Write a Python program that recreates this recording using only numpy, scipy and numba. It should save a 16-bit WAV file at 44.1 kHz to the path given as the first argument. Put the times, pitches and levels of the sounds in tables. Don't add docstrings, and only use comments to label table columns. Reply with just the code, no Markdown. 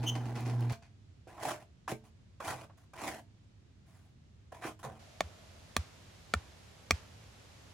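import sys
import numpy as np
from scipy import signal
from scipy.fft import rfft, irfft, next_fast_len
from scipy.io import wavfile
from numba import njit

SR = 44100
rng = np.random.default_rng(int(sys.argv[2]) if len(sys.argv) > 2 else 0)


def unload_audio(sound):
    columns = np.transpose(np.atleast_2d(sound))
    steps = np.round(np.clip(columns, -1, 1) * 32767)
    wavfile.write(sys.argv[1], SR, steps.astype(np.int16))


N = 340893
TIME = np.arange(N) / SR

# pitch_hz, level_db_per_hz
RUMBLE_SPECTRUM = [(20, -31), (35, -18.5), (55, -5.5), (95, 1.5), (125, -5), (190, -11.5), (250, -16),
                   (400, -26.5), (1000, -85.5), (4000, -69)]
# pitch_hz, level_db_per_hz
STILL_AIR_SPECTRUM = [(100, 21), (400, 11.5), (1000, 3), (3500, 0.5), (7000, -5), (10000, -16),
                      (16000, -39)]
# pitch_hz, level_db_per_hz
OPEN_AIR_SPECTRUM = [(100, 9), (300, 5.5), (600, 7), (1200, 1.5), (3500, -0.5), (7000, -5), (9000, -11),
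                     (12000, -14.5), (16000, -30)]
MOVE_S = 4.99

# multiple of HUM_HZ, level_db
HUM_TONES = [(1, 0), (2, -15.5), (3, -27), (4, -30)]
# time_s, level_db
MOTOR_LOAD = [(0.0, -35.5), (0.13, -35.5), (0.358, -39.5), (0.628, -30), (0.71, -33.5)]
HUM_HZ, STOP_S = 120, 0.723
OVERTONE_DB, OVERTONES_FOLLOW = -34.5, 0.32

# pitch_hz, level_db_per_hz
CHURN_SPECTRUM = [(40, -14), (90, 7), (260, 12), (400, 8), (560, -0.5), (830, 8), (1100, -3.5), (2400, -13),
                  (5000, -20), (9000, -22), (16000, -28)]
# start_s, level_db, t60_s (time to die away by 60 dB)
JOLTS = [(.028, -42.5, 0.1), (0.151, -43, 0.075), (0.253, -49.5, 0.078), (.351, -48.5, 0.38),
         (0.457, -47.5, 0.15), (0.494, -46, 0.067), (0.695, -43, 0.091), (0.723, -46.5, 0.11),
         (0.821, -59.5, 0.22)]
# start_s, level_db
STONE_TICKS = [(.406, -47), (0.606, -48.5), (.722, -44)]
CHURN_DB = -48
SLUMP_DB, SLUMP_RISE_S, SLUMP_LASTS = 5.5, 0.012, 1.593
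RATTLE_BAND_HZ = (630, 6000)
RATTLE_RING_HZ, RATTLE_RING_DB = (2480, 4480), -15.5
TICK_T60_S, TICK_ABOVE_HZ = 0.026, 3100
CLUNK_DB, CLUNK_HZ, CLUNK_T60_S = -53, 680, 0.2

# pitch_hz, level_db
SQUEAK_PARTIALS = [(3110, -3), (3020, -4), (2950, -11), (6176, -18.5), (6260, -7.5), (6210, -16),
                   (8960, -17.5), (12200, -22), (15300, -20)]
SQUEAK_S, SQUEAK_DB = 0.056, -31
SQUEAK_ATTACK_S, SQUEAK_HOLD_S, SQUEAK_RELEASE_S = 0.028, 0.014, 0.0072
SQUEAK_RING_DB, SQUEAK_T60_S = -14, 0.3

# pitch_hz, level_db_per_hz
GRIT_SPECTRUM = [(60, -33), (125, -3.5), (200, -18.5), (330, 4.5), (520, -10), (660, 3.5), (870, -0.5),
                 (1200, -1.5), (2200, -5), (4000, -13.5), (7000, -9), (10000, -8), (16000, -14.5)]
# land_s, lift_s, drag_db, push_s, push_half_length_s, push_db
GLOVE_STROKES = [(1.272, 1.65, -57, 1.476, .05, -35.5), (1.877, 1.942, -43, 1.912, 0.024, -43.5),
                 (2.4, 2.66, -50.5, 2.488, 0.043, -39), (2.934, 3.22, -54, 3.0675, 0.073, -42.5),
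                 (4.519, 4.74, -54, 4.665, 0.029, -40), (4.829, 4.995, -57.5, 4.848, 0.018, -45)]
# start_s, end_s, level_db
GLOVE_BRUSHES = [(2.037, 2.11, -65), (2.768, 2.9, -68.5), (3.853, 4.188, -69.5), (4.79, 4.835, -60)]
LAND_S, LIFT_S = 0.0013, 0.023
PUSH_SQUARENESS = 2.34
BRIGHT_HZ, BRIGHT_AT_DB, BRIGHT_FOLLOWS = 5450, -34.5, 0.29
HOLLOW_DB, HOLLOW_HZ, HOLLOW_WIDTH_HZ = -7, (1020, 600), 75
FLEX_DB, FLEX_HZ, FLEX_LAG_S = -13, (133, 610), 0.0091
BRUSH_RISE, BRUSH_FALL, BRUSH_HZ = 0.075, 0.76, 7700
JERK_DB, JERKS_PER_S = 3, 110

# start_s, level_db, centre_hz, t60_s
HAND_KNOCKS = [(1.27, -51, 570, 0.1), (1.333, -58, 900, .1), (1.377, -49.5, 970, 0.23),
               (1.878, -32, 1130, 0.034), (2.403, -33, 840, .06), (2.517, -42.5, 844, 0.21),
               (2.696, -53.5, 1000, 0.066), (2.941, -56.5, 960, .07), (2.975, -50, 1910, 0.3),
               (4.522, -44.5, 715, 0.046), (4.62, -45, 1500, .08), (4.638, -39.5, 1600, .12),
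               (4.842, -42.5, 760, 0.31)]
# start_s, level_db, centre_hz, t60_s
MORTAR_LUMPS = [(1.919, -30, 290, 0.048), (2.47, -46.5, 145, 0.33), (3.019, -47.5, 300, 0.54),
                (4.647, -34, 400, 0.036), (4.839, -49.5, 170, .4)]
KNOCK_RISE_S, LUMP_RISE_S = 0.002, 0.0068

# pitch_hz, level_db, t60_s
DRUM_MODES = [(125, 8.5, 0.18), (223, 3, 0.75), (315, -0.5, 0.323), (436, 1, 0.43), (607.3, 1, 0.27),
              (680, -0.5, 0.44), (747, -15, 0.33), (827, -2, 0.082), (900, -5, 0.3), (1131, -4, 0.17),
              (1570, -3, 0.38), (1636, -5, 0.1584), (1984, -7.5, 0.14), (2444, -4, .15)]
# pitch_hz, left_minus_right_db
MIXER_BALANCE_TABLE = [(100, -1.2), (700, -2.5), (1300, -2.5), (2400, 0.3), (15000, -1)]

# start_s, knock_db, ring_hz, ring_db, crack_db, thud_db
MALLET_BLOWS = [(5.206, -29.5, 692, -19, -26, -39.5), (5.765, -29, 2440, -31, -17, -29.5),
                (6.3375, -28, 1298, -13.5, -23, -29.5), (6.9078, -27, 2250, -12, -15, -28.5)]
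# pitch_hz, level_db, t60_s
STAKE_MODES = [(178, -10.5, 0.099), (403, -4.5, 0.024), (699, 2.5, 0.024), (880, -14, 0.011),
               (1150, 5, 0.026), (1580, -2, 0.016), (1810, 3, 0.023), (2290, 3.5, 0.02), (3470, 4.5, 0.011),
               (4370, 4.5, 0.0079), (7480, 0, 0.0076)]
# pitch_hz, level_db_per_hz
CRACK_SPECTRUM = [(200, -0.5), (800, -1.5), (3000, -2.5), (6500, -5.5), (9000, -6.5), (12000, -20),
                  (16000, -16)]
THUD_DELAY_S, THUD_AT_DB, THUD_HASTENS = 0.032, -30, 0.41
EARTH_DB, EARTH_HZ, EARTH_T60_S = -28, (300, 1700), 0.7

# pitch_hz, turn_rad
STAKE_LEAD = [(0, 0.38), (700, 0.57), (5000, 0.8), (6200, 0.054)]
# pitch_hz, turn_rad
MIC_LEAD = [(7000, 0), (8200, -3.4), (16000, -12.5)]
CUTOFF_HZ = 15900


def from_db(db):
    return 10 ** (np.asarray(db) / 20)


def rms_one(x):
    return x / np.sqrt(np.mean(x ** 2) + 1e-20)


def ramp(start, length):
    u = np.clip((TIME - start) / length, 0, 1)
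    return u * u * (3 - 2 * u)


def dying(start, t60):
    return (TIME >= start) * np.exp(-np.log(1000) * np.clip((TIME - start) / t60, 0, 10))


def held(start, end, rise, fall):
    return ramp(start, rise) * (1 - ramp(end - fall, fall))


def drift(rate):
    knots = rng.standard_normal(N // 20)
    return np.interp(TIME * rate, np.arange(len(knots)), knots)


def coloured(x, spectrum):
    hz, db = np.transpose(spectrum)
    size = next_fast_len(N)
    bins = np.maximum(np.fft.rfftfreq(size, 1 / SR), 1)
    gain = from_db(np.interp(np.log(bins), np.log(hz), db))
    return rms_one(irfft(rfft(x, size) * gain, size)[..., :N])


def filtered(x, hz, kind):
    return signal.sosfilt(signal.butter(2, hz, kind, fs=SR, output="sos"), x + 1e-18)


def noise(apart):
    white, apart = rng.standard_normal((3, N)), np.clip(apart, 0, 1)
    return np.sqrt(1 - apart) * white[2] + np.sqrt(apart) * white[:2]


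def grains(per_s, spread_db):
    sizes = from_db(spread_db * np.minimum(rng.exponential(1, N), 4)) * rng.choice([-1, 1], N)
    clicks = rms_one(sizes * (rng.random(N) < per_s / SR))
    side = filtered(clicks * rng.choice([-1, 1], N), [2800, 8500], "band")
    return clicks + from_db(-2) * side * [[1], [-1]]


def ring(x, hz, t60):
    r, w = np.exp(-np.log(1000) / (t60 * SR)), 2 * np.pi * hz / SR
    return signal.lfilter([0, np.sin(w)], [1, -2 * r * np.cos(w), r * r], x + 1e-18)


def resonance(x, hz, t60):
    r, w = np.exp(-np.log(1000) / (t60 * SR)), 2 * np.pi * hz / SR
    feed = np.array([1, 0, -1]) * (1 - r * r) / 2
    return signal.lfilter(feed, [1, -2 * r * np.cos(w), r * r], x + 1e-18)


def echoes(x, delay, t60, apart):
    tail = (noise(apart) * dying(delay, t60))[:, :SR // 2]
    tail = tail / np.sqrt(np.sum(tail ** 2) / 2)
    return signal.fftconvolve(np.atleast_2d(x), tail, axes=1)[:, :N]


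def leading(x, phases):
    size = next_fast_len(N + SR // 10)
    turn = np.interp(np.fft.rfftfreq(size, 1 / SR), *np.transpose(phases))
    return np.array([irfft(rfft(x[0], size) * np.exp(1j * turn), size)[:N], x[1]])


def balanced(x, balance):
    hz, db = np.transpose(balance)
    size = next_fast_len(N + SR // 10)
    lean = np.interp(np.fft.rfftfreq(size, 1 / SR), hz, db)
    return irfft(rfft(x, size) * from_db(np.array([lean, -lean]) / 2), size)[:, :N]


def shifting(x, rate, share):
    path_s = 0.0007 * from_db(4 * drift(rate))
    reflection = np.array([np.interp(TIME - path_s, TIME, side) for side in x])
    return (x - share * reflection) / np.sqrt(1 + share ** 2)


@njit
def dulled(x, pole):
    out = np.zeros_like(x)
    for i in range(1, x.shape[1]):
        for side in range(2):
            out[side, i] = pole[i] * out[side, i - 1] + (1 - pole[i]) * x[side, i]
    return out


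def outdoors(moved):
    rumble = coloured(noise(apart=0.033), RUMBLE_SPECTRUM) * from_db(-59.5 + 0.79 * moved)
    still_air = from_db(-67.5) * coloured(noise(apart=1.0), STILL_AIR_SPECTRUM)
    open_air = from_db(-59) * coloured(noise(apart=0.83), OPEN_AIR_SPECTRUM)
    drone = from_db(-67) * rms_one(filtered(noise(apart=0.6), [590, 700], "band"))
    drone = drone * (1 - ramp(5.3, 1.1))
    return rumble + (1 - moved) * still_air + moved * (open_air + drone)


def motor():
    load_db = np.interp(TIME, *np.transpose(MOTOR_LOAD))
    overtone_db = OVERTONE_DB + OVERTONES_FOLLOW * (load_db - OVERTONE_DB)
    phase = 2 * np.pi * HUM_HZ * TIME + 0.1 * drift(30)
    hum = 0
    for multiple, db in HUM_TONES:
        base_db = load_db if multiple == 1 else overtone_db
        level = from_db(db + base_db + 2.2 * np.log(multiple) * drift(22))
        hum = hum + level * np.sin(multiple * phase + 0.8 * np.log(multiple) * drift(25))
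    return np.sqrt(2) * hum * (1 - ramp(STOP_S, 0.0014))


def churning():
    jolts, slumps = np.zeros((2, N))
    for at, db, t60 in JOLTS:
        jolts += from_db(db) * ramp(at, 0.0027) * dying(at, t60)
        slumps += from_db(db + SLUMP_DB) * ramp(at, SLUMP_RISE_S) * dying(at, SLUMP_LASTS * t60)

    slide = coloured(grains(per_s=2000, spread_db=2.5), CHURN_SPECTRUM)
    slide = slide * np.hypot(from_db(CHURN_DB), slumps) * from_db(2.1 * drift(44.3))

    clatter = coloured(grains(per_s=4500, spread_db=4.5), GRIT_SPECTRUM)
    clatter = rms_one(filtered(clatter, RATTLE_BAND_HZ, "band"))
    gear = 0
    for hz in RATTLE_RING_HZ:
        band = rms_one(resonance(clatter[0], hz, 26 / hz))
        gear = gear + band * from_db(RATTLE_RING_DB + 3 * drift(12))

    tick_level = sum(from_db(db) * dying(at, TICK_T60_S) for at, db in STONE_TICKS)
    ticks = tick_level * filtered(noise(apart=0.3), TICK_ABOVE_HZ, "high")
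    clunk_level = from_db(CLUNK_DB) * ramp(STOP_S, 0.004) * dying(STOP_S, CLUNK_T60_S)
    clunk = clunk_level * np.sin(2 * np.pi * CLUNK_HZ * TIME)

    pops = 0
    for hz in np.geomspace(900, 5200, 10):
        bursts = (rng.random(N) < 45 / SR) * rng.standard_normal(N)
        pops = pops + ring(bursts, hz, 26 / hz)
    mortar = (slide + from_db(-60.5) * rms_one(pops)) * (1 - ramp(STOP_S, 0.0042))
    return mortar + jolts * (clatter + gear) + ticks + clunk


def squeak():
    clock = np.cumsum(1 - 0.022 * (1 - ramp(SQUEAK_S, 0.025))) / SR
    jitter_s = 1.6e-5 + 2.6e-5 * (1 - ramp(0.1, 0.015))
    tones = 0
    for hz, db in SQUEAK_PARTIALS:
        tones = tones + from_db(db) * np.sin(2 * np.pi * hz * (clock + jitter_s * drift(650)))
    let_go = SQUEAK_S + SQUEAK_ATTACK_S + SQUEAK_HOLD_S
    free = ramp(let_go, SQUEAK_RELEASE_S)
    driven = ramp(SQUEAK_S, SQUEAK_ATTACK_S) * (1 - free)
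    ringing = from_db(SQUEAK_RING_DB) * free * dying(let_go, SQUEAK_T60_S)
    direct = tones * (driven + ringing) * from_db(SQUEAK_DB)
    return direct + from_db(-13) * echoes(direct, delay=0.004, t60=0.3, apart=0.8)


def thumps(rows, rise):
    white, out = rng.standard_normal(N), 0
    for at, db, hz, t60 in rows:
        push = ramp(at, rise) * np.where(TIME < at + rise, 1, dying(at + rise, t60))
        out = out + from_db(db) * push * rms_one(filtered(white, [hz / 1.75, hz * 1.227], "band"))
    return out


def scraping():
    grit = shifting(grains(per_s=6000, spread_db=3.6), rate=14, share=0.45)
    grit = coloured(grit, GRIT_SPECTRUM)
    flutter = rms_one(filtered(rng.standard_normal(N), HOLLOW_WIDTH_HZ, "low"))
    force, hollow = np.zeros((2, N))
    for land, lift, drag_db, push_at, half_length, push_db in GLOVE_STROKES:
        distance = np.minimum(np.abs(TIME - push_at) / half_length, 10)
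        push = from_db(push_db) * np.exp(-distance ** PUSH_SQUARENESS)
        stroke = held(land, lift, LAND_S, LIFT_S) * (from_db(drag_db) + push)
        force += stroke
        hollow_hz = np.interp(TIME, [land, lift], HOLLOW_HZ)
        hollow += stroke * flutter * np.cos(2 * np.pi * np.cumsum(hollow_hz) / SR)
    edge_hz = BRIGHT_HZ * (force / from_db(BRIGHT_AT_DB) + 0.01) ** BRIGHT_FOLLOWS
    rasp = force * dulled(grit, np.exp(-2 * np.pi * edge_hz / SR)) + from_db(HOLLOW_DB) * hollow

    late_force = np.interp(TIME - FLEX_LAG_S, TIME, force)
    flex = late_force * rms_one(filtered(rng.standard_normal(N), FLEX_HZ, "band"))

    touch = 0
    for start, end, db in GLOVE_BRUSHES:
        length = end - start
        touch = touch + from_db(db) * held(start, end, BRUSH_RISE * length, BRUSH_FALL * length)
    brush = touch * dulled(grit, np.full(N, np.exp(-2 * np.pi * BRUSH_HZ / SR)))
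    return (rasp + brush) * from_db(JERK_DB * drift(JERKS_PER_S)) + from_db(FLEX_DB) * flex


def drum(x):
    modes = sum(from_db(db) * resonance(x, hz, t60) for hz, db, t60 in DRUM_MODES)
    inside = echoes(filtered(x, 3400, "low"), delay=0.00081, t60=0.14, apart=0.8)
    trees = echoes(filtered(x, 1500, "high"), delay=0.01, t60=0.16, apart=0.95)
    return from_db(-1) * x + from_db(-1) * modes + from_db(-6.5) * inside + from_db(-9) * trees


def mallet():
    knocks, rings, cracks, thuds, tails, rolls = np.zeros((6, N))
    for at, knock_db, ring_hz, ring_db, crack_db, thud_db in MALLET_BLOWS:
        click, age = np.zeros(N), TIME - at
        click[round(at * SR)] = 1
        swell = ramp(at, 0.00073)
        wood = 0
        for k, (hz, db, t60) in enumerate(STAKE_MODES):
            level = from_db(db + rng.normal()) * (-1) ** k
            wood = wood + level * ring(click, hz * (1 + 0.022 * rng.normal()), t60)
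        knocks += from_db(knock_db) * swell * wood
        slip = ramp(at, 0.0045) * (1 - ramp(at + 0.0023, 0.0034))
        rings += from_db(ring_db) * slip * np.sin(2 * np.pi * ring_hz * age)
        cracks += from_db(crack_db) * swell * dying(at, 0.016)
        shove = dying(at, 0.06) * np.sin(2 * np.pi * 215 * age)
        thud_age = age - THUD_DELAY_S * from_db(THUD_HASTENS * (THUD_AT_DB - thud_db))
        deep = np.exp(-(thud_age / 0.016) ** 2) * np.cos(2 * np.pi * 78 * thud_age)
        thuds += from_db(thud_db) * ramp(at, 0.0075) * (shove + deep)
        tails += ramp(at, 0.043) * dying(at, 0.39) * (from_db(crack_db) + from_db(ring_db - 33))
        rolls += from_db(knock_db) * ramp(at, 0.015) * dying(at, EARTH_T60_S)
    earth = from_db(EARTH_DB) * rolls * rms_one(filtered(noise(apart=0.45), EARTH_HZ, "band"))
    hit = knocks + rings + cracks * coloured(noise(apart=0.051), CRACK_SPECTRUM)
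    near = echoes(hit, delay=0.0074, t60=0.037, apart=1.0)
    trees = tails * rms_one(filtered(noise(apart=0.91), [700, 5500], "band"))
    stake = leading(hit + from_db(-17) * near, STAKE_LEAD)
    return stake + thuds + earth + from_db(-32.5) * trees


def scene():
    air = outdoors(ramp(MOVE_S, 0.0042)) * from_db([[-0.6], [0.6]])
    hand = scraping() + thumps(HAND_KNOCKS, KNOCK_RISE_S) + thumps(MORTAR_LUMPS, LUMP_RISE_S)
    mixer = motor() + squeak() + drum(churning() + hand)
    stake = mallet() * from_db([[-0.4], [0.4]])
    return air + balanced(mixer, MIXER_BALANCE_TABLE) + stake


def record(dry):
    heard = filtered(leading(dry, MIC_LEAD), 30, "high")
    return signal.sosfilt(signal.ellip(10, 0.1, 80, CUTOFF_HZ, fs=SR, output="sos"), heard)


dry = scene()
out = record(dry)
unload_audio(out)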